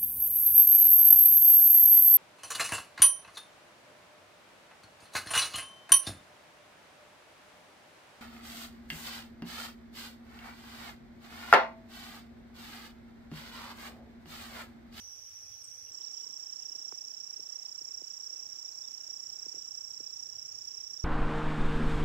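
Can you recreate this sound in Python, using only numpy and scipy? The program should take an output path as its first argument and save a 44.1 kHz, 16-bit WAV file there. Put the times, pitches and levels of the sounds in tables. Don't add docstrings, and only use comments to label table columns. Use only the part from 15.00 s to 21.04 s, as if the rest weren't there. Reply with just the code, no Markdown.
import sys
import numpy as np
from scipy import signal
from scipy.fft import rfft, irfft, next_fast_len
from scipy.io import wavfile
from scipy.ndimage import uniform_filter1d

SR = 44100
rng = np.random.default_rng(int(sys.argv[2]) if len(sys.argv) > 2 else 0)


def level_to_linear(level):
    exponent = np.asarray(level, float) / 20
    return 10 ** exponent


def inscribe(sig):
    pcm = np.round(np.clip(np.atleast_2d(sig).T, -1, 1) * 32767)
    wavfile.write(sys.argv[1], SR, pcm.astype(np.int16))


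N = 266364

SCENE_CHANGE_S = .9155
JOIN_DIP_S = .0012

# hz, left_db_per_hz, right_db_per_hz
RIDGE_AIR = [(30, -104, -104), (200, -104, -104), (730, -102, -103), (1740, -105, -105), (3330, -101, -103),
             (3880, -107, -107), (6860, -99, -100), (7450, -108, -107), (10200, -114, -114),
             (11400, -109, -112), (13200, -108, -117), (14900, -108, -123), (15700, -104, -119)]
CREEK_AIR = [(31, -108, -108), (160, -101, -99), (393, -99, -103.5), (900, -101, -100.5),
             (2130, -105, -106), (3200, -101, -104), (4050, -104, -105), (6500, -112, -87.5),
             (8310, -108, -108), (9930, -114, -116), (13000, -110, -118), (14000, -107, -121),
             (15500, -105, -119)]
# hz, likeness_0_to_1
AIR_LIKENESS = [(60, 0.18), (200, 0.028), (400, 0.52), (1500, 0.15), (3000, 0.018), (8000, 0.017)]

RIDGE_BREEZE_DB, CREEK_BREEZE_DB, FRESHEN_DB_PER_S = -64.5, -86.5, 2
# start_s (centre), peak_db, half_length_s
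GUSTS = [
    (0, -63, 0.057),
    (0.507, -62, 0.022),
    (2.9, -75, .1),
    (3.797, -79, 0.082),
    (4.31, -68, 0.037),
    (4.58, -68, 0.076),
    (4.9, -74, 0.16),
    (5.4, -78, 0.29),
    (5.847, -72, 0.044),
    (6.02, -69, 0.046),
]
# start_s, length_s, low_hz, top_hz, level_db
PORT_HUM = (5.13, .6, 72, 116, -73)

# low_hz, high_hz, strokes_per_s, left_db, right_db, octave_left_db, octave_right_db
RIDGE_CHOIRS = [
    (5500, 6140, 32, -56.5, -52.5, -84, -71.5),
    (5780, 5990, 29.2, -58.5, -49.5, -91, -75),
    (6280, 7300, 38, -71, -76, -100, -100),
    (4440, 8000, 24, -67, -70, -110, -110),
]
CREEK_CHOIRS = [
    (5670, 5900, 30.5, -65.5, -50, -80, -86),
    (5954, 7450, 40, -61, -61.5, -100, -100),
    (7800, 3200, 48, -95, -105.5, -110, -110),
]
SOLOISTS = (7600, 7801.5, 56, -67.5, -64, -110, -110)

# start_s, length_s, from_hz, to_hz, level_db
BIRD_AHEAD = [(.255, .025, 2900, 3270, -73), (.45, .025, 2500, 2480, -73),
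              (0.517, 0.035, 3350, 3290, -71.5), (0.862, 0.027, 2920, 2610, -71),
              (1.145, 0.042, 3280, 2780, -71), (1.186, 0.03, 3100, 3660, -69),
              (1.213, .03, 2850, 3020, -73), (1.327, .02, 3250, 3430, -71), (1.41, .06, 3100, 3140, -79),
              (1.48, .07, 3130, 2990, -79), (1.6, .04, 2700, 2940, -71), (1.701, .035, 2900, 2920, -72),
              (4.217, 0.0066, 9300, 8360, -67), (5.97, 0.036, 3620, 3690, -72)]
BIRD_LEFT = [
    (3.355, 0.028, 2650, 2650, -73.5),
    (3.29, .04, 2900, 2800, -79),
    (3.41, 0.027, 2700, 2650, -79),
    (3.665, 0.026, 3520, 3780, -77),
    (3.83, 0.028, 3480, 3710, -66.5),
    (3.9, 0.038, 2280, 2720, -80),
]
BIRD_RIGHT = [
    (3.685, .02, 4050, 4500, -75),
    (3.725, .02, 4400, 4150, -73),
]
PERCHES = (.1, 11, -4)
# start_s, pitch_hz, level_db
CLEAR_WHISTLE = [
    (.975, 3020, -78),
    (1.005, 2900, -72),
    (1.016, 3100, -69),
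    (1.025, 3700, -63),
    (1.04, 4500, -66),
    (1.05, 4700, -76),
    (1.059, 4300, -68),
    (1.068, 3900, -67),
    (1.095, 3450, -69),
]
# start_s, length_s, start_hz, fall_hz, bend, peak_db, left_minus_right_db
CHIP = (.628, .03, 8900, 1850, 2.7, -44.5, 1.5)

# start_s, peak_db, ring_hz, left_minus_right_db
KNOCKS = [(0.908, -57, 371, -11), (1, -56, 397, -13), (1.263, -62.5, 395, -36), (1.294, -62.5, 330, -29),
          (1.703, -60.5, 398, -17), (1.753, -55.5, 325, -23), (1.797, -62, 301, -21),
          (1.923, -44, 428, -15), (2.393, -51.5, 382, -25), (2.812, -56, 365, -28), (3.017, -49, 394, -23),
          (4.462, -49.5, 370, -25.5), (4.541, -51.5, 370, -27), (4.564, -56, 437, -27),
          (4.574, -52.5, 382, -20), (5.002, -50, 364, -29)]
CLICK_DB, THUD_DB = -8, -19
# start_s (centre), peak_db, pitch_hz, left_minus_right_db
TICK = (1.9239, -38, 1050, -13)

# share_of_cycle, pitch_fall_hz, fall_bend, low_start_hz, pitch_scatter_hz, level_scatter_db
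STROKE = (.537, 551, 2.97, 475, 18, 1.0)
WING_SAG = (535, 210, 900)
# left_db, right_db
NEAR_TONES = [
    (-54, -42.5),
    (-77, -88),
    (-65.5, -87),
]
MATE_TONES = [
    (-63, -55.5),
    (-79, -77),
    (-95, -99),
]
# delay_ms, level_db, phase_turns
NEAR_PATHS = [
    [(0, 0, 0), (1.3, -12.3, .77), (4.94, -11, .44)],
    [(0, 0, 0), (3.87, -9.5, .145), (6.1, -15, .91)],
]

MATE_RATE, MATE_HZ = 31.6, 5770
MATE_LAG, MATE_SWAY, MATE_SWAY_S = -.55, 0.118, 1.55
NEAR_RATE, NEAR_HZ, NEAR_EFFORT_DB = 31.1, 5632, 0.43
NEAR_LAG, NEAR_SLOW, NEAR_STEADY_S = .6, .18, 1.95
NEAR_PULL, NEAR_PULL_S = .016, 3.3

TREBLE_EDGE_HZ = 15765
# hz, dip_db
BAND_GATES = [(1000, -7), (1800, -3.8), (4300, -3.8), (5000, -28), (7700, -14), (8300, -2.8), (10500, -1.8),
              (11300, -9), (12200, -2.6), (13000, -4.5), (15000, -4)]


def evened(x):
    return x / np.sqrt(np.mean(x ** 2, axis=-1, keepdims=True) + 1e-20)


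def add(mix, start_s, sound, side_db):
    part = mix[:, round(start_s * SR):][:, :len(sound)]
    part += level_to_linear([[side_db / 2], [-side_db / 2]]) * sound[:part.shape[1]]


def band(x, lo_hz, hi_hz):
    return signal.sosfilt(signal.butter(2, [lo_hz, hi_hz], "band", fs=SR, output="sos"), x)


def woods(x, t60, wet_db):
    t = np.arange(SR // 2) / SR
    tail = rng.standard_normal((2, len(t))) * level_to_linear(-60 * t / t60) * (t > .004)
    tail = tail / np.linalg.norm(tail[0])
    return x + level_to_linear(wet_db) * signal.fftconvolve(x, tail, axes=1)[:, :x.shape[1]]


def air(colour, size):
    frames, hz = size // 256 + 5, np.fft.rfftfreq(1024, 1 / SR)
    a, b, c, d, patches = rng.standard_normal((frames, 513, 5)).T
    patches = evened(uniform_filter1d(uniform_filter1d(patches, 10, 0), 12, 1))
    same = np.clip(np.interp(hz, *np.transpose(AIR_LIKENESS)), 0, 1)[:, None]
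    left_noise = a + 1j * b
    right_noise = same * left_noise + np.sqrt(1 - same ** 2) * (c + 1j * d)
    f, left, right = np.transpose(colour)
    db = np.array([np.interp(np.log(hz + 1), np.log(f), side) for side in (left, right)])
    z = np.array([left_noise, right_noise]) * level_to_linear(db[:, :, None] + 1.26 * patches + 18.0)
    return signal.istft(z, nperseg=1024, noverlap=768)[1][:, :size]


def breeze(t):
    common, left, right, lumps = rng.standard_normal((4, N))
    push = band(band(common + 0.63 * np.array([left, right]), 50, 110.5), 45, 170)
    push = push * level_to_linear(3.4 * evened(band(lumps, 2.8, 27)))
    steady = level_to_linear(np.where(t < SCENE_CHANGE_S, RIDGE_BREEZE_DB, CREEK_BREEZE_DB + FRESHEN_DB_PER_S * t))
    gusts = sum(level_to_linear(db) * np.exp(-((t - s) / half) ** 2) for s, db, half in GUSTS)
    return evened(push) * (steady + gusts) * level_to_linear(-8.0)


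def port_hum():
    out = np.zeros((2, N))
    start_s, length_s, lo_hz, top_hz, db = PORT_HUM
    arch = np.sin(np.pi * np.arange(0, 1, 1 / SR / length_s) ** 1.2) ** .6
    pitch_waver, level_waver = evened(band(rng.standard_normal((2, len(arch))), 5, 22))
    hz = lo_hz + (top_hz - lo_hz) * arch + 4.0 * pitch_waver
    hum = np.sin(2 * np.pi * np.cumsum(hz) / SR)
    add(out, start_s, level_to_linear(db + 3.0 * level_waver) * arch * hum, -1.5)
    return out


def strokes(turns, top_hz, share, fall_hz, bend, start_hz, scatter_hz, scatter_db):
    number = (turns - turns[0] // 1).astype(int)
    detune, strength = rng.standard_normal((400, 2))[number].T
    u = np.minimum(turns % 1 / share, 1)
    sag = fall_hz * u ** bend + start_hz * np.exp(-u / .05)
    size = np.minimum(u / .16, 1) * np.minimum((1 - u) / .1, 1) * (1 + u)
    size = size * level_to_linear(scatter_db * strength)
    phase = 2 * np.pi * np.cumsum(top_hz - sag + scatter_hz * detune) / SR
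    return size, phase, sag


def choir(t, lo_hz, hi_hz, rate, left_db, right_db, high_left_db, high_right_db, count=8):
    low, high = np.zeros((2, 2, len(t)))
    scatter_hz = .8 * (hi_hz - lo_hz) / count
    for k, (beat, lag, place, swell) in enumerate(rng.random((count, 4))):
        hz = lo_hz + (hi_hz - lo_hz) * (k + .5) / count
        turns = rate * (.94 + .12 * beat) * t + lag
        size, phase, sag = strokes(turns, hz, .6, .05 * hz, 2.2, 99.5, scatter_hz, 1.06)
        size = size * level_to_linear(3.3 * np.sin(2 * np.pi * (swell + (0.19 + 0.705 * lag) * t)))
        low += [[place + 0.12], [1.3 - place]] * (size * np.cos(phase))
        high += size * np.exp(-(sag / WING_SAG[1]) ** 2) * np.cos(2 * phase)
    octave = level_to_linear([[high_left_db], [high_right_db]]) * evened(high)
    return level_to_linear([[left_db], [right_db]]) * evened(low) + octave


def whistle(hz, db):
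    return level_to_linear(db) * np.sin(2 * np.pi * np.cumsum(hz) / SR) * signal.windows.tukey(len(hz), .25)


def chip():
    start_s, length_s, hz, fall_hz, bend, db, side_db = CHIP
    u = np.arange(0, 1, 1 / SR / length_s)
    swell_db = np.where(u < .63, -47 * (.63 - u), -62 * (u - .63))
    return start_s, whistle(hz - fall_hz * u ** bend, db + swell_db), side_db


def birds():
    out = np.zeros((2, N))
    flutter = level_to_linear(1.5 + 2.0 * evened(band(rng.standard_normal(N), 15, 60)))
    for notes, side_db in zip((BIRD_AHEAD, BIRD_LEFT, BIRD_RIGHT), PERCHES):
        for start_s, length_s, from_hz, to_hz, db in notes:
            glide = np.linspace(from_hz, to_hz, round(length_s * SR))
            add(out, start_s, whistle(glide, db), side_db)
    knot_s, knot_hz, knot_db = np.transpose(CLEAR_WHISTLE)
    t = np.arange(knot_s[0], knot_s[-1], 1 / SR)
    hz, db = np.interp(t, knot_s, knot_hz), np.interp(t, knot_s, knot_db)
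    add(out, t[0], whistle(uniform_filter1d(hz, size=120), db), PERCHES[0])
    out = out * flutter
    add(out, *chip())
    return woods(out, 0.7, -3.5)


def knocks():
    out, t = np.zeros((2, N)), np.arange(SR // 10) / SR
    click = level_to_linear(CLICK_DB) * np.sin(2 * np.pi * 1000 * t) * np.exp(-t / 0.00069)
    thud_turns = np.cumsum(115 + 170 * np.exp(-t / .011)) / SR
    thud = level_to_linear(THUD_DB) * np.sin(2 * np.pi * thud_turns) * np.exp(-((t - .017) / .012) ** 2)
    for start_s, db, hz, side_db in KNOCKS:
        turns = np.cumsum(hz * (0.57 + 1.0 * np.exp(-t / 0.0032))) / SR
        ring = np.sin(2 * np.pi * turns) * t / 0.0018 * np.exp(1 - t / 0.0017)
        add(out, start_s + 0.0021, level_to_linear(db - 6.0) * (ring + click + thud), 0.98 * side_db)
    return out


def shell_tick():
    out, t = np.zeros((2, N)), np.arange(-200, 200) / SR
    centre_s, db, hz, side_db = TICK
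    tick = np.cos(2 * np.pi * hz * t) + 0.22 * np.cos(2 * np.pi * 2300 * t)
    add(out, centre_s + t[0], -level_to_linear(db - 5.5) * tick * np.exp(-(t / .0007) ** 2), side_db)
    return out


def cricket(t, rate, lag, top_hz, tones):
    size, phase, sag = strokes(rate * t + 0.024 + lag, top_hz, *STROKE)
    out = np.zeros((2, len(t)))
    for k, (db, sag_hz) in enumerate(zip(tones, WING_SAG)):
        tone = size * np.exp(-(sag / sag_hz) ** 2) * np.cos((k + 1) * phase)
        out += level_to_linear(db)[:, None] * evened(tone)
    return out


def mate_cricket(t):
    lag = MATE_LAG + MATE_SWAY * np.cos(2 * np.pi * (t - 2.25) / MATE_SWAY_S)
    return cricket(t, MATE_RATE, lag, MATE_HZ, MATE_TONES)


def bounce(x):
    size = next_fast_len(x.shape[1])
    hz = np.fft.rfftfreq(size, 1 / SR)
    comb = np.zeros((2, len(hz)), complex)
    for side, paths in enumerate(NEAR_PATHS):
        for ms, db, turns in paths:
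            comb[side] += level_to_linear(db) * np.exp(2j * np.pi * (turns - (hz - NEAR_HZ) * ms / 1000))
    return irfft(rfft(x, size) * comb, size)[:, :x.shape[1]]


def near_cricket(t):
    lag = NEAR_LAG + NEAR_SLOW * np.maximum(NEAR_STEADY_S - t, 0)
    lag = lag - NEAR_PULL * np.cos(2 * np.pi * (MATE_RATE - NEAR_RATE) * (t - NEAR_PULL_S))
    return bounce(cricket(t, NEAR_RATE, lag, NEAR_HZ, NEAR_TONES)) * level_to_linear(NEAR_EFFORT_DB)


def scene():
    t, cut, lead = np.arange(N) / SR, round(SCENE_CHANGE_S * SR), SR // 4
    early, late = t[:cut], t[cut - lead:]
    ridge = woods(sum(choir(early, *row, count=12) for row in RIDGE_CHOIRS), .3, -2)
    ridge = ridge + air(RIDGE_AIR, cut)
    close = near_cricket(late) + mate_cricket(late) + choir(late, *SOLOISTS, count=2)
    far = sum(choir(late, *row) for row in CREEK_CHOIRS)
    creek = woods(close, 0.25, -17) + woods(far, 0.89, -1.67) + air(CREEK_AIR, len(late))
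    insects = np.hstack([ridge, creek[:, lead:]])
    insects = insects * np.clip(abs(t - cut / SR) / JOIN_DIP_S, .15, 1)
    spaced = np.array([insects[0], np.roll(insects[1], shift=4)])
    return spaced + breeze(t) + knocks() + shell_tick() + birds() + port_hum()


def gated_bands(x):
    hz, _, z = signal.stft(x, SR, nperseg=2048, noverlap=1024, window="cosine")
    bands = z[:, :1024].reshape(2, 128, 8, -1)
    power_db = 10 * np.log10((abs(bands) ** 2).mean(2) + 1e-30)
    dip_db = power_db - np.median(power_db, axis=-1, keepdims=True)
    gate_db = np.interp(hz[4:1024:8], *np.transpose(BAND_GATES))[:, None]
    keep = dip_db.mean(0, keepdims=True) > gate_db
    gated = (bands * keep[:, :, None]).reshape(2, 1024, -1)
    z = np.concatenate([gated, z[:, 1024:]], axis=1)
    return signal.istft(z, SR, nperseg=2048, noverlap=1024, window="cosine")[1][:, :N]


def top_cut(x):
    return signal.sosfilt(signal.butter(12, 16850, fs=SR, output="sos"), x)


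def record(dry):
    edge = signal.firwin(2401, TREBLE_EDGE_HZ, window=("kaiser", 8), fs=SR)
    mix = gated_bands(signal.oaconvolve(dry, edge[None], "same"))
    return top_cut(mix)


dry = scene()
out = record(dry)
inscribe(out)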